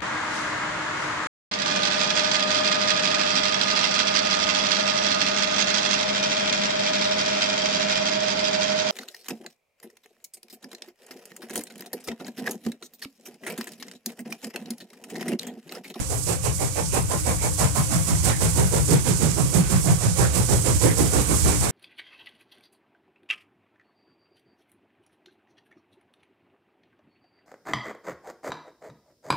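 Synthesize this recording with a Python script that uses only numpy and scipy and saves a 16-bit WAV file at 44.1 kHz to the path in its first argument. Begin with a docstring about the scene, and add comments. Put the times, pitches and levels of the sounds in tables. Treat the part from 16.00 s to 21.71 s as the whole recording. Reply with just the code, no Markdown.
"""A steam locomotive works along a line in open country, two widely spaced microphones by the track.
It opens at six exhaust beats a second, four unequal ones to a wheel turn, and slowly gains speed.
Each beat is shaped noise: a spit of steam, a turbulent blast up the chimney, then a late swinging boom.
Hissing leaks and rumble last throughout; booms swell from 2 s, heavy thuds join after 4 s.
The right microphone is nearer; the left hears it later, duller and more scattered."""
import sys
import numpy as np
from scipy import signal
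from scipy.fft import rfft, irfft, next_fast_len
from scipy.io import wavfile
from scipy.ndimage import uniform_filter1d, map_coordinates

SR = 44100
rng = np.random.default_rng(int(sys.argv[2]) if len(sys.argv) > 2 else 0)


def output_pcm(signal):
    """Save a mono or channel-first signal as 16-bit PCM at the path in sys.argv[1].

    Samples are clipped to [-1, 1] before scaling.
    """
    pcm = np.clip(np.atleast_2d(signal).T, -1, 1) * 32767
    wavfile.write(sys.argv[1], SR, np.round(pcm).astype(np.int16))


N = 251811
T = np.arange(N) / SR  # seconds
SIZE = 2 * next_fast_len(N // 2 + 1, True)  # samples in a transform
FREQS = np.maximum(np.arange(SIZE // 2 + 1) * SR / SIZE, 1)  # Hz

# The four unequal strokes of one wheel turn. Each row: lateness in seconds, length in seconds at the
# mean beat time, accents in dB of boom, chuff and steam spit, accent in dB of the leak just before it.
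WHEEL_STROKES = [(0.0, 0.16, 1.7, 0.7, 0.1, 1.3), (.002, 0.1446, -2, -1.2, -1.3, -0.4),
                 (.005, 0.1633, 1.8, 2.04, 4, 1.47), (.012, .137, 0.3, 0.1, 2.6, -2.5)]
# The driving wheels gather speed evenly.
FIRST_BEAT_S, BEAT_HZ, SPEEDUP_HZ_PER_S = -.076, 6.039, .05
LENGTHEN_PER_S = 0.044  # share by which the beats grow longer each second
BEAT_SCATTER_DB, PITCH_SCATTER = 0.7, .03  # chance differences from beat to beat

SCENE_S = N / SR
BEAT = np.arange(int(BEAT_HZ * SCENE_S + SPEEDUP_HZ_PER_S * SCENE_S ** 2 / 2) + 1)
STROKE_OF_BEAT = np.array(WHEEL_STROKES)[BEAT % len(WHEEL_STROKES)]
LATE, LENGTHS, BOOM_ACCENT, CHUFF_ACCENT, SPIT_ACCENT, LEAK_ACCENT = STROKE_OF_BEAT.T
# the time at which the steadily quickening wheel has counted each beat
SPEED_AT_BEAT = np.sqrt(BEAT_HZ ** 2 + 2 * SPEEDUP_HZ_PER_S * BEAT)
ONSETS = FIRST_BEAT_S + LATE + (SPEED_AT_BEAT - BEAT_HZ) / SPEEDUP_HZ_PER_S


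def exhaust():
    """The jet spits first, then the blast tears up the chimney; the smokebox booms last."""
    # Colours of the parts of a beat. Each row: frequency in Hz, relative level in dB per Hz.
    body_colour = [(150, -13.5), (230, -2), (300, -0.5), (360, -2), (430, -2), (510, -5), (680, -50),
                   (1200, -46)]
    blast_colour = [(300, -26.5), (500, 1.5), (700, -1.5), (900, -2.5), (1100, -5.5), (1350, -11.5),
                    (1900, -17), (3500, -33)]
    rasp_colour = [(900, -2.5), (1500, -0.5), (1850, -2.5), (2250, 0), (2800, -5.5), (3600, -5),
                   (6000, -9.5)]
    spit_colour = [(2000, -11.5), (3500, -12.5), (5000, -5.5), (6500, -2), (7800, 3), (10000, -2),
                   (12500, -9.5), (15800, -25)]
    # Slow course of each part, before its lift and accents. Each row: time in seconds, level in dB.
    body_level = [(0, -34.5), (.55, -32.5), (1.6, -33.5), (2.05, -31), (2.3, -31), (2.75, -25), (3.4, -26),
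                  (3.85, -32), (4.2, -28.5), (5.0, -22.5), (5.65, -31.5)]
    blast_level = [(0, -31.5), (.95, -26.5), (1.65, -27.5), (2.08, -34), (2.45, -27), (2.85, -27),
                   (3.1, -31.5), (3.7, -29), (4.3, -28), (5.3, -28.5), (5.7, -31)]
    rasp_level = [(0, -43), (.95, -41), (2.2, -36.5), (3.9, -37.5), (4.3, -36), (5.7, -35)]
    spit_level = [(0, -32.5), (.4, -29), (.8, -32.5), (1.6, -30), (2.25, -27.5), (3.0, -30.5),
                  (3.95, -31.5), (4.3, -27.5), (5.7, -31)]
    # Slow drift of the chimney's two resonances. Each row: time in seconds, nominal pitch in Hz.
    body_pitch = [(0, 439.7), (.6, 399.5), (1.1, 359), (1.3, 305), (1.6, 369.2), (1.9, 250.2), (2.8, 399.9),
                  (3.1, 320.5), (3.8, 295), (4.05, 409.3), (5.0, 359), (5.7, 322)]
    blast_pitch = [(0, 679.5), (1.5, 752), (1.95, 901.7), (2.3, 686.6), (3.15, 616.5), (3.55, 788.2),
                   (4.5, 719), (5.4, 851.8), (5.7, 660.2)]
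    body_db = strength(body_level, CHUFF_ACCENT)
    blast_db = strength(blast_level, 0.31 * CHUFF_ACCENT)  # the blast differs less between strokes
    rasp_db = strength(rasp_level, CHUFF_ACCENT)
    spit_db = strength(spit_level, SPIT_ACCENT)
    tearing_db = 1.37 * walk(130)  # the eddies shake rasp, blast and body together

    spit_puffs = puffs(spit_db + 4.0, lag=-0.012, crest=0.31, sharp=3.1)
    spit = turbulence(colour(spit_colour), spit_puffs * undb(1.36 * walk(140)))
    rasp_puffs = puffs(rasp_db + 4.0, lag=-0.011, crest=0.42, sharp=2.5)
    rasp = turbulence(colour(rasp_colour), rasp_puffs * undb(tearing_db + 1.24 * walk(60)))

    # the chimney's resonances sit higher or lower from beat to beat
    blast = bent(turbulence(colour(blast_colour), 0.88), per_beat(curve(blast_pitch)) / 740)
    blast = blast + blast_grain()
    body = bent(turbulence(colour(body_colour), 0.98), per_beat(curve(body_pitch)) / 350)
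    blast_puffs = puffs(blast_db + 3.0, lag=-0.0067, crest=.32, sharp=2.98)
    blast = blast * blast_puffs * undb(tearing_db + 1.0 * walk(50))
    body_puffs = puffs(body_db + 3.5, lag=-0.0032, crest=0.28, sharp=1.97)
    body = body * body_puffs * undb(0.42 * tearing_db)
    return spit + rasp + blast + body + smokebox()


def blast_grain():
    """Narrow, fluttering noise bands colour the blast, at a random pitch in every beat."""
    # Each row: typical pitch in Hz, level in dB before the envelope of the blast.
    grain_bands = [(480, -10.5), (850, -11.5)]
    pitch_spread, flutter_hz = .17, 69.95  # spread of the log pitch; rate of the flutter
    beat_now = np.maximum(np.searchsorted(ONSETS, T) - 1, 0)
    out = 0
    for hz, db in grain_bands:
        beat_hz = hz * np.exp(pitch_spread * rng.standard_normal(len(BEAT)))
        phase = 2 * np.pi * np.cumsum(beat_hz[beat_now]) / SR
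        bands = [walk(flutter_hz) * np.cos(phase) + walk(flutter_hz) * np.sin(phase) for _ in range(2)]
        out = out + undb(db) * np.array(bands)
    return out


def smokebox():
    """Each beat sets the gas in smokebox and chimney swinging at an unsteady pitch, amid low turbulence."""
    # Each row: frequency in Hz, relative level in dB per Hz.
    boom_colour = [(50, -38), (85, -13.5), (120, -6), (165, -6), (195, -6), (240, -22), (400, -69)]
    # Each row: time in seconds, level in dB before accents and mix.
    boom_level = [(0, -29), (.3, -30.5), (.72, -31.5), (.95, -30.5), (1.25, -30.5), (1.9, -22), (2.7, -23),
                  (2.9, -18.5), (3.85, -17), (4.5, -24), (5.1, -23.5), (5.65, -31)]
    # Slow drift of the swing. Each row: time in seconds, pitch in Hz before chance wavering.
    boom_pitch = [(0, 130), (1.1, 128), (2.1, 150), (3.7, 146), (4.55, 116), (5.0, 144), (5.7, 136)]
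    lag_s = 0.0098 - .0035 * BOOM_ACCENT  # builds up late, and later after a weak stroke
    swell = puffs(strength(boom_level, BOOM_ACCENT), lag=lag_s, crest=0.34, sharp=3.22)
    hz = per_beat(curve(boom_pitch))
    phases = [2 * np.pi * np.cumsum(hz * (1 + .12 * walk(110))) / SR for _ in range(2)]
    swing = np.sin(np.array(phases))
    return swing * swell * undb(3.0) + turbulence(colour(boom_colour), swell * undb(-3.0))


def hollows():
    """Now and then a brief hollow note sounds amid the rushing steam."""
    # Each row: centre in seconds, pitch in Hz, width in Hz, level in dB.
    hollow_notes = [(0.304, 2640, 600, -42), (0.474, 2696, 700, -38), (0.624, 2250, 520, -39.5),
                    (0.784, 2380, 545, -38), (0.956, 2600, 600, -35), (1.29, 2200, 450, -36),
                    (1.435, 2220, 450, -35.5), (2.328, 1828, 450, -35), (4.24, 1512, 550, -30.5),
                    (4.89, 1902, 650.2, -31.5), (5.498, 2330, 120, -43)]
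    half_s = 0.059  # from the centre to 1/e^2 of the amplitude
    out = 0
    for centre_s, hz, width, db in hollow_notes:
        swell = np.exp(-2 * ((T - centre_s) / half_s) ** 2)
        out = out + turbulence(resonance(hz, width), undb(db) * swell)
    return out


def leak():
    """Steam escapes at the cylinders as a bright hiss, fluttering with the strokes and wavering in pitch."""
    # Each row: frequency in Hz, relative level in dB per Hz.
    jet_colour = [(1500, -37), (3300, -17), (4500, -8.5), (6000, -2.5), (7700, 2.5), (9000, 0.5),
                  (11000, -6), (13000, -13), (15800, -25)]
    # Each row: time in seconds, level in dB before stroke accents and lift.
    leak_level = [(0, -32), (.8, -31.5), (1.1, -31.5), (1.4, -30.5), (2.2, -28.5), (3.3, -28.5),
                  (3.9, -30.5), (4.5, -28.5), (4.9, -27.5), (5.2, -26.5), (5.7, -25)]
    lead_s = 0.024  # the leak is heard in the gap this long before a beat
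    jet = bent(turbulence(colour(jet_colour), 0.97), 1 + .02 * walk(14))
    stroke_db = np.interp(T, ONSETS - lead_s, LEAK_ACCENT)
    flutter_db = 0.7 * walk(35) + 1.0 * walk(160)
    return jet * undb(curve(leak_level) + stroke_db + 2.5 + flutter_db)


def running_gear():
    """Wheels rumble and surge with each piston thrust; rods and rims grind and ring, louder with effort."""
    # Colours of rumble and grinding. Each row: frequency in Hz, relative level in dB per Hz.
    rumble_colour = [(15, -50), (27, -39), (40, -8.5), (56, -5.5), (75, 3.5), (100, 0.5), (135, -4.5),
                     (170, -6.5), (230, -21), (400, -62)]
    grind_colour = [(120, -45), (220, -12), (450, -9.5), (650, -8.5), (1100, -9), (1800, -16.5),
                    (3000, -12), (6000, -43)]
    # Rolling and piston thuds before their common lift. Each row: time in seconds, level in dB.
    roll_level = [(0, -38), (.65, -38.5), (1.45, -35), (1.9, -37.5), (2.2, -28), (2.65, -30), (3.1, -31.5),
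                  (3.5, -29), (3.9, -31), (4.3, -30.5), (5.3, -27.5), (5.7, -35.5)]
    thud_level = [(0, -44), (2.3, -39.5), (3.9, -40), (4.45, -24.5), (4.9, -29.5), (5.3, -25), (5.7, -46)]
    # Ringing of wheels and motion. Each row: frequency in Hz, width in Hz, relative level in dB.
    ring_modes = [(304.7, 26, 1.5), (420, 56, -7), (519, 40, -2), (1030, 90, -13), (1130, 40, -6),
                  (1507, 54, -9.5), (1945, 53, -13.5), (2250, 76, -15.5), (3310, 20, -12)]
    thuds = puffs(strength(thud_level, BOOM_ACCENT), lag=0.013, crest=0.27, sharp=3.0)
    rolling = undb(curve(roll_level) + 1.1 * walk(14))
    rumble = turbulence(colour(rumble_colour), np.hypot(rolling, thuds) * undb(5.5))
    effort_db = curve([(0, -4.5), (2.5, 0.5), (5.7, 3)])
    grind = turbulence(colour(grind_colour), undb(effort_db - 42.5 + 1.4 * walk(20)))
    ring = 0
    for hz, width, db in ring_modes:
        # every mode swells and fades on its own
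        mode_gain = undb(effort_db + db - 45.0 + 2.2 * walk(9))
        ring = ring + turbulence(resonance(hz, width), mode_gain)
    return rumble + grind + ring


def microphones(straight, scattered):
    """The near one hears the straight sound; the far one a late, weaker, drifting blend with the scatter."""
    # Far microphone against the near, before drift. Each row: frequency in Hz, level in dB.
    far_colour = [(25, -6), (60, -.8), (125, 0.4), (200, -4), (400, -7), (1000, -6.3), (2400, -7.5),
                  (4400, -12), (7500, -14), (10000, -9), (15000, -6)]
    # Each row: frequency in Hz, share (0-1) of the far amplitude that comes straight.
    straight_share = [(60, 0.6), (150, 0.77), (600, 0.87), (2000, 0.49), (8000, 0.29)]
    # Bass, middle and treble drift in the moving air. Each row: time in seconds, level in dB.
    bass_drift = [(0, 5), (1.8, 5), (2.3, -2), (2.75, 5), (3.3, -3.5), (5.3, -2), (5.6, 4.5)]
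    middle_drift = [(0, 2.5), (.45, -3), (1.4, -1), (2.2, 2.5), (2.8, -1), (3.65, 1), (4.05, -2.5),
                    (4.8, -1.5), (5.7, 2)]
    treble_drift = [(0, 0), (.45, -4.5), (.8, 0.5), (1.4, 2.5), (2.1, -0.5), (2.8, 0), (3.2, -1.3),
                    (3.7, 1.5), (4.4, -1), (5.0, .5), (5.7, -1)]
    far_lag_s = .0173
    share = np.clip(over_hz(straight_share), 0, 1)
    blend = share * rfft(straight, SIZE) + np.sqrt(1 - share ** 2) * rfft(scattered, SIZE)
    blend = blend * undb(over_hz(far_colour))
    bass = over_hz([(180, 0.95), (330, 0.061)])
    treble = over_hz([(1800, 0.22), (4500, 1)])
    bands = bass, 1 - bass - treble, treble
    drifts_db = curve(bass_drift), curve(middle_drift), curve(treble_drift)
    far = sum(irfft(blend * band)[:N] * undb(db) for band, db in zip(bands, drifts_db))
    far = np.pad(far, (int(far_lag_s * SR), 0), mode="reflect")[:N]
    return np.array([far, straight])  # left, right


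def puffs(beat_db, lag, crest, sharp):
    """Pressure of all beats: each swells as the valve opens, crests at a share of its length and drains."""
    power = np.zeros(N)
    lengths = LENGTHS * (1 + LENGTHEN_PER_S * (ONSETS - ONSETS.mean()))
    for start, length, db in zip(ONSETS + lag, lengths, beat_db):
        span = slice(*np.searchsorted(T, [start, start + 2 * length]))
        age = np.maximum(T[span] - start, 0) / (crest * length)  # 1 at the crest
        power[span] += (undb(db) * (age * np.exp(1 - age)) ** sharp) ** 2
    return np.sqrt(power)


def strength(rows, accent_db):
    """Level of every beat in dB: the slow course, the accent of its stroke and a little chance."""
    chance_db = BEAT_SCATTER_DB * rng.standard_normal(len(BEAT))
    return np.interp(ONSETS, *np.transpose(rows)) + accent_db + chance_db


def per_beat(hz):
    """A pitch that lies a little higher or lower in each beat and glides to the next."""
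    offsets = rng.standard_normal(len(BEAT))
    return hz * (1 + PITCH_SCATTER * np.interp(T, ONSETS + LENGTHS / 2, offsets))


def turbulence(gain, envelope):
    """Noise of a given colour and loudness, as two rows: the straight sound and its unrelated scatter."""
    even_gain = gain / np.sqrt(np.mean(gain ** 2))
    return irfft(rfft(rng.standard_normal((2, SIZE))) * even_gain)[:, :N] * envelope


def bent(sound, ratio):
    """The sound played at a moving speed, which carries its resonances up and down."""
    place = np.cumsum(ratio) % (N - 1)
    return np.array([map_coordinates(row, [place], order=3, mode="mirror") for row in sound])


def resonance(hz, width):
    """Gain per frequency of a single resonance, its width in Hz taken at half amplitude."""
    return 1 / (1 + (2 * (FREQS - hz) / width) ** 2)


def colour(rows):
    """Gain per frequency of a (Hz, dB) spectrum, falling away past its ends."""
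    low_fall = np.minimum(FREQS / rows[0][0], 1) ** 2
    high_fall = np.minimum(rows[-1][0] / FREQS, 1) ** 2
    return undb(over_hz(rows)) * low_fall * high_fall


def over_hz(rows):
    """Rows (Hz, value) joined on a log-frequency axis."""
    hz, value = np.transpose(rows)
    return np.interp(np.log(FREQS), np.log(hz), value)


def curve(rows):
    """Rows (s, value) joined by straight lines."""
    return np.interp(T, *np.transpose(rows))


def walk(rate):
    """Random levels held 1 / rate s and smoothed twice over that time; scaled to a spread of 1."""
    hold = max(int(SR / rate), 1)
    steps = np.repeat(rng.standard_normal(N // hold + 1), hold)
    smooth = uniform_filter1d(uniform_filter1d(steps, hold), hold)[:N]
    return smooth / smooth.std()


def undb(db):
    """Decibels to gain."""
    return 10 ** (np.asarray(db) / 20)


def scene():
    """Exhaust beats over leaking steam and the rolling train, heard by both microphones."""
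    straight, scattered = exhaust() + hollows() + leak() + running_gear()
    return microphones(straight, scattered)


def record(dry):
    """The recorder cuts the top with a steep low-pass."""
    top_hz = 15700
    low_pass = signal.ellip(10, .1, 80, top_hz, fs=SR, output="sos")  # 0.1 dB ripple, 80 dB stop
    return signal.sosfilt(low_pass, dry)


dry = scene()
out = record(dry)
output_pcm(out)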